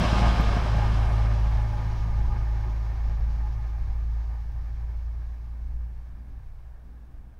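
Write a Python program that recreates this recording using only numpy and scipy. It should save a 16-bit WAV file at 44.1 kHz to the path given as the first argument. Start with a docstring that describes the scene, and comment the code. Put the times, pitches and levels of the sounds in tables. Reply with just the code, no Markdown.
"""The exhaust of a diesel railbus drones, built from waves locked to its firing; it has just passed and draws away.
Its wheels roar, hiss and ring: coloured noise and narrow ringing tones, fading with distance at their own rates.
Rough spots thump, lighter clanks and tiny ticks follow: short clicks set tones ringing or shape bursts of noise.
Coach rumble, stirred grass, buffeting wind, a light breeze, open fields and thin air are coloured noise."""
import sys
import numpy as np
from scipy import signal
from scipy.fft import rfft, irfft, next_fast_len
from scipy.io import wavfile

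SR = 44100
rng = np.random.default_rng(int(sys.argv[2]) if len(sys.argv) > 2 else 0)


def wrap_up_sound(samples):
    """Save the sound to the file named by the first command line argument, as 16-bit audio."""
    columns = np.atleast_2d(samples).T
    # keep every value between -1 and 1, then stretch to whole-number steps
    tamed = np.clip(columns, -1, 1)
    steps = np.round(tamed * 32767).astype(np.int16)
    wavfile.write(sys.argv[1], SR, steps)


N = 325899
TIME = np.arange(N) / SR  # seconds

# Colour of the thin air noise: (frequency [Hz], level per Hz [dB])
AIR_COLOUR = [(1500, -10), (5000, -4.5), (8000, 2), (11000, 1.5), (16000, 2.5)]
# Colour of the far wash of open country: (frequency [Hz], level per Hz [dB])
FIELDS_COLOUR = [(150, -8), (330, 2), (500, 1.5), (750, 1), (1050, -2.5), (1400, -5), (1650, -3.5),
                 (1950, -16), (2150, -13.5), (2700, -16), (4000, -23)]
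# Colour of the breeze's rumble: (frequency [Hz], level per Hz [dB])
BREEZE_COLOUR = [(40, 2.5), (75, 3.5), (115, 0.5), (170, -0.5), (240, -2), (310, -8.5), (450, -23),
                 (900, -60)]
# Gusts of breeze, before a shared lift: (time [s], half length [s], level [dB])
GUSTS = [(3.4, 0.11, -50), (5.7, 0.56, -59), (6.254, 0.13, -54.5), (6.908, 0.1, -55), (7.19, .22, -58)]
# Colour of the wind buffeting the microphone: (frequency [Hz], level per Hz [dB])
BUFFET_COLOUR = [(4, -9.5), (12, -5), (22, -3), (33, -4), (45, -8), (70, -15.5), (120, -20.5), (300, -59)]
# Loudness of the grass stirred by the slipstream: (time [s], level [dB])
GRASS_LEVEL = [(0, -78), (.7, -73), (1.12, -66.5), (1.3, -75), (1.6, -73), (2.2, -81), (4, -105)]
# Colour of the stirred grass: (frequency [Hz], level per Hz [dB])
GRASS_COLOUR = [(4000, -13), (7500, -3.5), (9600, -5), (11000, -9), (14000, -20)]
# Small sharp ticks, before filtering: (time [s], strength [dB])
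TICKS = [(.4103, -45), (.4188, -57)]
# Colour of the ticks, before the low cut: (frequency [Hz], level per Hz [dB])
TICK_COLOUR = [(9000, -30), (11000, -7), (12200, -6), (13900, -2), (15500, -6), (17000, -20)]
# Coach rumble close by, and further off: (frequency [Hz], level per Hz [dB])
RUMBLE_NEAR = [(40, 5), (70, 7), (110, -13), (170, 1.5), (235, -4), (305, -13), (450, -16.5), (900, -59)]
RUMBLE_FAR = [(40, -7), (65, 3), (85, 11.5), (125, 3), (170, 3), (230, -4), (300, -12), (450, -28.5),
              (900, -70)]
# Wheel knocks on rough spots, before the soft contact: (time [s], strength [dB])
KNOCKS = [(.048, -18), (.128, -14), (.219, -17.5), (.263, -20.5), (.397, -15), (0.567, -18), (0.749, -24),
          (0.931, -25.5), (1.09, -27), (1.731, -35), (2.36, -37), (2.699, -36)]
# Tones a knock rings with: (frequency [Hz], strength [dB], time to fall 60 dB [s])
BOGIE_MODES = [(165, 3.5, 0.035), (192.5, -10, 0.044), (248, -19, 0.036)]
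# Light clanks of a wheel, before the brief contact: (time [s], strength [dB])
CLANKS = [(.66, -27.5), (2.426, -40), (2.685, -46)]
# Wheel tones that sing out: (frequency [Hz], nominal width [Hz], strength [dB])
WHEEL_MODES = [(368.6, 10, -7), (596.4, 23, -5), (838, 21, 1.5), (958, 34, -5), (1058, 12, -16),
               (1220, 17.5, -6.5)]
# Brief swells of the wheels' ringing, and one dip: (time [s], change from usual level [dB])
FLARES = [(.18, 9), (.67, -7), (.85, 9.5), (1.15, 5.5), (1.76, 3.5), (2.34, 7), (2.69, 6), (3.88, 2),
          (4.33, 6)]
# Colour of the wheel roar near and far, before resonances: (frequency [Hz], level per Hz [dB])
ROAR_NEAR = [(180, -27), (300, -9), (450, -2.5), (700, 0.5), (1150, -1), (1400, -7), (1700, -6),
             (2000, -13), (2600, -16), (3400, -44), (5000, -44)]
ROAR_FAR = [(180, -19), (300, 0), (430, -4), (850, 0.5), (1150, -3), (1380, -10.5), (1680, -5), (1950, -12),
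            (2500, -15.5), (3200, -31), (5000, -52)]
# Broad rail and coach resonances: (frequency [Hz], width [Hz], lift when near [dB], lift when far [dB])
RAIL_MODES = [(587, 44, 3.5, -1), (708, 39, 4, -1), (772, 21, -2, 7), (1220, 34, 7, 5), (1557, 100, 3, 2.5),
              (1804, 100, 0, 6), (2174, 92, 8, 7.5), (2350, 130, 4.5, 4.5)]
# Colour of the wheel hiss near and far: (frequency [Hz], level per Hz [dB])
HISS_NEAR = [(1800, -20), (2700, 1), (3200, 1), (3700, -4), (4000, -2.5), (4500, -7.5), (5000, -3.5),
             (5600, -8), (6500, -15), (9000, -22), (11500, -31), (16000, -43)]
HISS_FAR = [(1800, -15.5), (2700, 0.5), (3200, -2), (4000, -1), (5100, -1.5), (5700, -2), (6250, -6.5),
            (6550, -4.5), (7200, -16.5), (8500, -36), (16000, -58)]
# Engine firing: (time [s], firings per second [Hz])
FIRING = [(0, 51), (.15, 56.7), (.5, 53.2), (.72, 54.3), (3, 54.55), (7.39, 59.5)]
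# Base level of the exhaust drone, before its wavering: (time [s], level [dB])
DRONE_LEVEL = [(0.04, -25), (0.29, -21), (0.66, -26), (0.73, -22.5), (1.52, -22.5), (1.88, -29.5),
               (2.21, -23), (2.95, -28), (3.23, -24), (3.63, -29), (4.14, -26.5), (4.48, -31.5),
               (5.11, -30), (5.42, -35.5), (5.85, -31), (5.95, -38), (6.15, -41), (7.39, -48.5)]
# Weaker exhaust tones: (multiple of the firing rate [ratio], level against the octave [dB])
OVERTONES = [(2.5, -17), (3, -21.5), (3.5, -29.5), (4, -26.5)]

# The run: steady speed, nearest distance to the track, moment of passing (just before the start)
SPEED_M_PER_S, TRACK_M, PASSED_S = 18.72, 9.42, -0.22
# The wake holds its level, then dies down
WAKE_DB, WAKE_HOLD_S, WAKE_FADE_DB_PER_S = -33, 2.72, 2.5
# Thin air noise: starting level and steady fade
AIR_DB, AIR_FADE_DB_PER_S = -69.5, 1.73
# Each knock also shakes the coach: strength against the knock, half length
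SHAKE_DB, SHAKE_S = -18, 0.056
# Half length of a flare; share of its decibels that also changes the roar
FLARE_S, ROAR_FOLLOWS = 0.036, 0.089
# Grass soaks up a band of the ringing: centre, half width, loss at the centre
SOAK_HZ, SOAK_OCTAVES, SOAK_DB_PER_M = 538, 0.51, 0.1
# Rails carry sound best along the track: share heard at the start, time to open out
ABREAST, OPEN_OUT_S = 0.49, 2.64
# The octave comes in and hardens the drone: middle of the rise, its time scale, size of the step
OPENS_S, OPENING_S, OPENING_DB = 0.679, 0.029, 8
CUTOFF_HZ = 15700


def from_db(db):
    """Turn decibels into a gain."""
    return 10 ** (np.asarray(db) / 20)


def rms_one(x):
    """Scale a signal to unit power."""
    return x / np.sqrt(np.mean(x ** 2) + 1e-20)


def in_time(rows):
    """Draw straight lines between table rows, giving each column at every sample."""
    seconds, *columns = np.transpose(rows)
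    return [np.interp(TIME, seconds, column) for column in columns]


def drift(rate):
    """Smooth random wandering with a spread of 1, about rate times a second."""
    hz = np.fft.rfftfreq(N, 1 / SR)
    slow_spectrum = rfft(rng.standard_normal(N)) / (1 + (hz / rate) ** 4)
    return rms_one(irfft(slow_spectrum, N))


def swell(s, half_s):
    """A smooth rise and fall of height 1 around a moment."""
    return np.exp(-((TIME - s) / half_s) ** 2)


def noise(spectrum, resonances=()):
    """Unit-power noise with a smooth colour, lifted at each (frequency, width, lift) resonance."""
    size = next_fast_len(N)
    hz = np.fft.rfftfreq(size, 1 / SR) + 1e-3  # keeps the logarithm finite
    points_hz, points_db = np.transpose(spectrum)
    colour_db = np.interp(np.log(hz), np.log(points_hz), points_db, left=-120, right=-120)
    for centre, width, lift in resonances:
        colour_db = colour_db + lift / (1 + (2 * (hz - centre) / width) ** 2)
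    coloured = rfft(rng.standard_normal(size)) * from_db(colour_db)
    return rms_one(irfft(coloured, size)[:N])


def ring(clicks, hz, t60):
    """A unit click starts a sine of about height 1, which falls 60 dB in t60 seconds."""
    shrink = from_db(-60 / (t60 * SR))  # per sample
    turn = 2 * np.pi * min(hz, SR / 2 - 1) / SR
    feedback = [1, -2 * shrink * np.cos(turn), shrink * shrink]
    return signal.lfilter([0, np.sin(turn)], feedback, clicks + 1e-18)


def strikes(events):
    """Place one click for each (time, strength) row."""
    out = np.zeros(N)
    for s, db in events:
        out[round(s * SR)] = from_db(db)
    return out


def distance():
    """Metres from the microphone to the railbus, running along a straight track."""
    return np.hypot(TRACK_M, SPEED_M_PER_S * (TIME - PASSED_S))


def away(level_db, doubling_db, per_100m_db):
    """Gain with distance: level abreast, loss per doubling of distance, loss along the ground."""
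    doublings = np.log2(distance() / TRACK_M)
    hectometres = (distance() - TRACK_M) / 100
    return from_db(level_db - doubling_db * doublings - per_100m_db * hectometres)


def recede(near, far, half_s):
    """Blend from the near colour to the far one at constant power, half way at half_s seconds."""
    nearness = 1 / (1 + (TIME / half_s) ** 3)
    return np.sqrt(nearness) * near + np.sqrt(1 - nearness) * far


def flaring():
    """Change in decibels of the wheels' ringing during each flare or dip."""
    return sum(db * swell(s, FLARE_S) for s, db in FLARES)


def air():
    """A thin, even hiss of noise that slowly fades."""
    return from_db(AIR_DB - AIR_FADE_DB_PER_S * TIME) * noise(AIR_COLOUR)


def fields(level_db=-66.5):
    """The steady far wash of open country, as noise of constant level."""
    return from_db(level_db) * noise(FIELDS_COLOUR)


def breeze(gust_db=1.0):
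    """Light gusts of wind, each a smooth swell of low noise."""
    gusts = sum(from_db(db + gust_db) * swell(s, half_s) for s, half_s, db in GUSTS)
    return noise(BREEZE_COLOUR) * gusts


def wake_buffet(lumpy_db=2.5):
    """Stirred air buffets the microphone as slow, lumpy noise, then dies down."""
    wake_db = WAKE_DB - WAKE_FADE_DB_PER_S * np.maximum(TIME - WAKE_HOLD_S, 0)
    return from_db(wake_db + lumpy_db * drift(4.1)) * noise(BUFFET_COLOUR)


def grass():
    """Grass stirred in the wake of the coach rustles softly, as bright noise."""
    level_db, = in_time(GRASS_LEVEL)
    return from_db(level_db) * noise(GRASS_COLOUR)


def ticks(crack_s=.0009, tail_s=.007, tail_db=-15, low_hz=9500):
    """A tiny bright tick and its rebound, each a crack of noise with a short, dying tail."""
    clicks = strikes(TICKS) + 1e-18
    crack = signal.lfilter([1], [1, -np.exp(-1 / (crack_s * SR))], clicks)
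    tail = signal.lfilter([1], [1, -np.exp(-1 / (tail_s * SR))], clicks)
    bursts = (crack + from_db(tail_db) * tail) * noise(TICK_COLOUR)
    low_cut = signal.butter(2, low_hz, "high", fs=SR, output="sos")
    return signal.sosfilt(low_cut, bursts)


def coach_rumble(near_db=0.0, far_db=4.0, lumpy_db=2.37):
    """The rolling coach makes a lumpy low rumble, and each knock shakes it briefly."""
    shaking = sum(from_db(db) * swell(s + SHAKE_S / 2, SHAKE_S) for s, db in KNOCKS)
    rolling = away(level_db=-27.0, doubling_db=7.0, per_100m_db=11) * from_db(lumpy_db * drift(10))
    near = from_db(near_db) * noise(RUMBLE_NEAR)
    far = from_db(far_db) * noise(RUMBLE_FAR)
    # rolling and shaking add in power
    return recede(near, far, half_s=0.92) * np.hypot(rolling, from_db(SHAKE_DB) * shaking)


def clanks(clank_db=-4.5, contact_hz=1700):
    """A brief contact strikes the wheel tones; the wider a tone, the faster it dies."""
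    soften = signal.butter(2, contact_hz, fs=SR, output="sos")
    clicks = signal.sosfilt(soften, strikes(CLANKS) + 1e-18)
    out = np.zeros(N)
    for hz, width, db in WHEEL_MODES:
        t60 = np.log(1000) / (np.pi * width)
        out += from_db(db + clank_db) * ring(clicks, hz, t60)
    return out


def knocks(knock_db=-0.5, contact_hz=350):
    """Rough spots thump the bogie (the wheel frame) through a soft contact, and it rings."""
    soften = signal.butter(2, contact_hz, fs=SR, output="sos")
    clicks = signal.sosfilt(soften, strikes(KNOCKS))
    return sum(from_db(db + knock_db) * ring(clicks, hz, t60) for hz, db, t60 in BOGIE_MODES)


def wheel_ring(swell_db=2.54, turn_hz=5.4, throb=0.18, rise_s=0.85, gone_s=4.9):
    """Narrow wheel tones swell at random, throb once a turn and flare; they carry best along the track."""
    out = np.zeros(N)
    for hz, width, db in WHEEL_MODES:
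        # noise through two resonators gives a narrow, unsteady tone
        tone = ring(ring(rng.standard_normal(N), hz, 1 / width), hz, 1 / width)
        octaves_off = np.log2(hz / SOAK_HZ)
        soak_db = SOAK_DB_PER_M * distance() * np.exp(-(octaves_off / SOAK_OCTAVES) ** 2)
        out += from_db(db - soak_db + swell_db * drift(2.5)) * rms_one(tone)
    turning = 1 + throb * np.sin(2 * np.pi * turn_hz * TIME + rng.uniform(0, 2 * np.pi))
    opening_out = 1 - .5 * np.exp(-(TIME / rise_s) ** 2)
    carry = opening_out / (1 + (TIME / gone_s) ** 10)  # down to half around gone_s, then quickly lost
    fading = away(level_db=-43.5, doubling_db=0.0, per_100m_db=27.5)
    return out * turning * carry * from_db(flaring()) * fading


def wheels(flutter_db=1.16, shimmer_db=0.82):
    """Rough steel on steel roars and hisses: wheel sound dies quickly, rail sound lingers."""
    modes = np.array(RAIL_MODES)
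    near_modes = modes[:, :-1]
    far_modes = np.delete(modes, 2, axis=1)  # drops the near lift
    carry = 1 - (1 - ABREAST) * np.exp(-(TIME / OPEN_OUT_S) ** 2)
    roar = noise(ROAR_NEAR, near_modes) * away(level_db=-28.5, doubling_db=0.57, per_100m_db=67.5)
    roar += noise(ROAR_FAR, far_modes) * carry * away(level_db=-36.5, doubling_db=0.04, per_100m_db=26)
    hiss = noise(HISS_NEAR) * away(level_db=-37.5, doubling_db=2.5, per_100m_db=63.5)
    hiss += noise(HISS_FAR) * carry * away(level_db=-48.5, doubling_db=.5, per_100m_db=24)
    flutter = from_db(ROAR_FOLLOWS * flaring() + flutter_db * drift(22))
    shimmer = from_db(shimmer_db * drift(12))
    return roar * flutter + hiss * shimmer


def exhaust(firing_db=0.0, lope_db=-22, upper_lope_db=-20, waver_db=0.8, octave_waver_db=1.0,
            uneven_db=2, jitter=0.042):
    """Firing tone and octave; unequal cylinders add a lope at half the rate and wavering tones between."""
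    rate, = in_time(FIRING)
    tone_db, = in_time(DRONE_LEVEL)
    phase = 2 * np.pi * np.cumsum(rate) / SR + jitter * drift(6.8)  # jitter in radians
    closed = .5 - .5 * np.tanh((TIME - OPENS_S) / OPENING_S)  # falls from 1 to 0
    octave = away(level_db=-23.5, doubling_db=-0.2, per_100m_db=30.5)
    octave = octave * from_db(octave_waver_db * drift(4.8) - OPENING_DB * closed)
    out = from_db(tone_db + firing_db + waver_db * drift(30)) * np.cos(phase)
    out += from_db(tone_db + lope_db + uneven_db * drift(3)) * np.cos(phase / 2)
    out += from_db(tone_db + upper_lope_db + uneven_db * drift(8)) * np.sin(1.5 * phase)
    out += octave * np.cos(2 * phase)
    for multiple, db in OVERTONES:
        overtone_phase = multiple * phase + rng.uniform(0, 2 * np.pi)
        out += octave * from_db(db + uneven_db * drift(11)) * np.cos(overtone_phase)
    return np.sqrt(2) * out  # so that the levels above are average (rms) levels


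def scene():
    """Add everything in the open air, on one microphone."""
    background = air() + fields() + breeze() + wake_buffet() + grass() + ticks()
    railbus = coach_rumble() + clanks() + knocks() + wheel_ring() + wheels() + exhaust()
    return (background + railbus)[None]


def record(dry):
    """Cut the very top of the treble steeply."""
    top_cut = signal.ellip(12, .1, 80, CUTOFF_HZ, fs=SR, output="sos")
    return signal.sosfilt(top_cut, dry)


dry = scene()
out = record(dry)
wrap_up_sound(out)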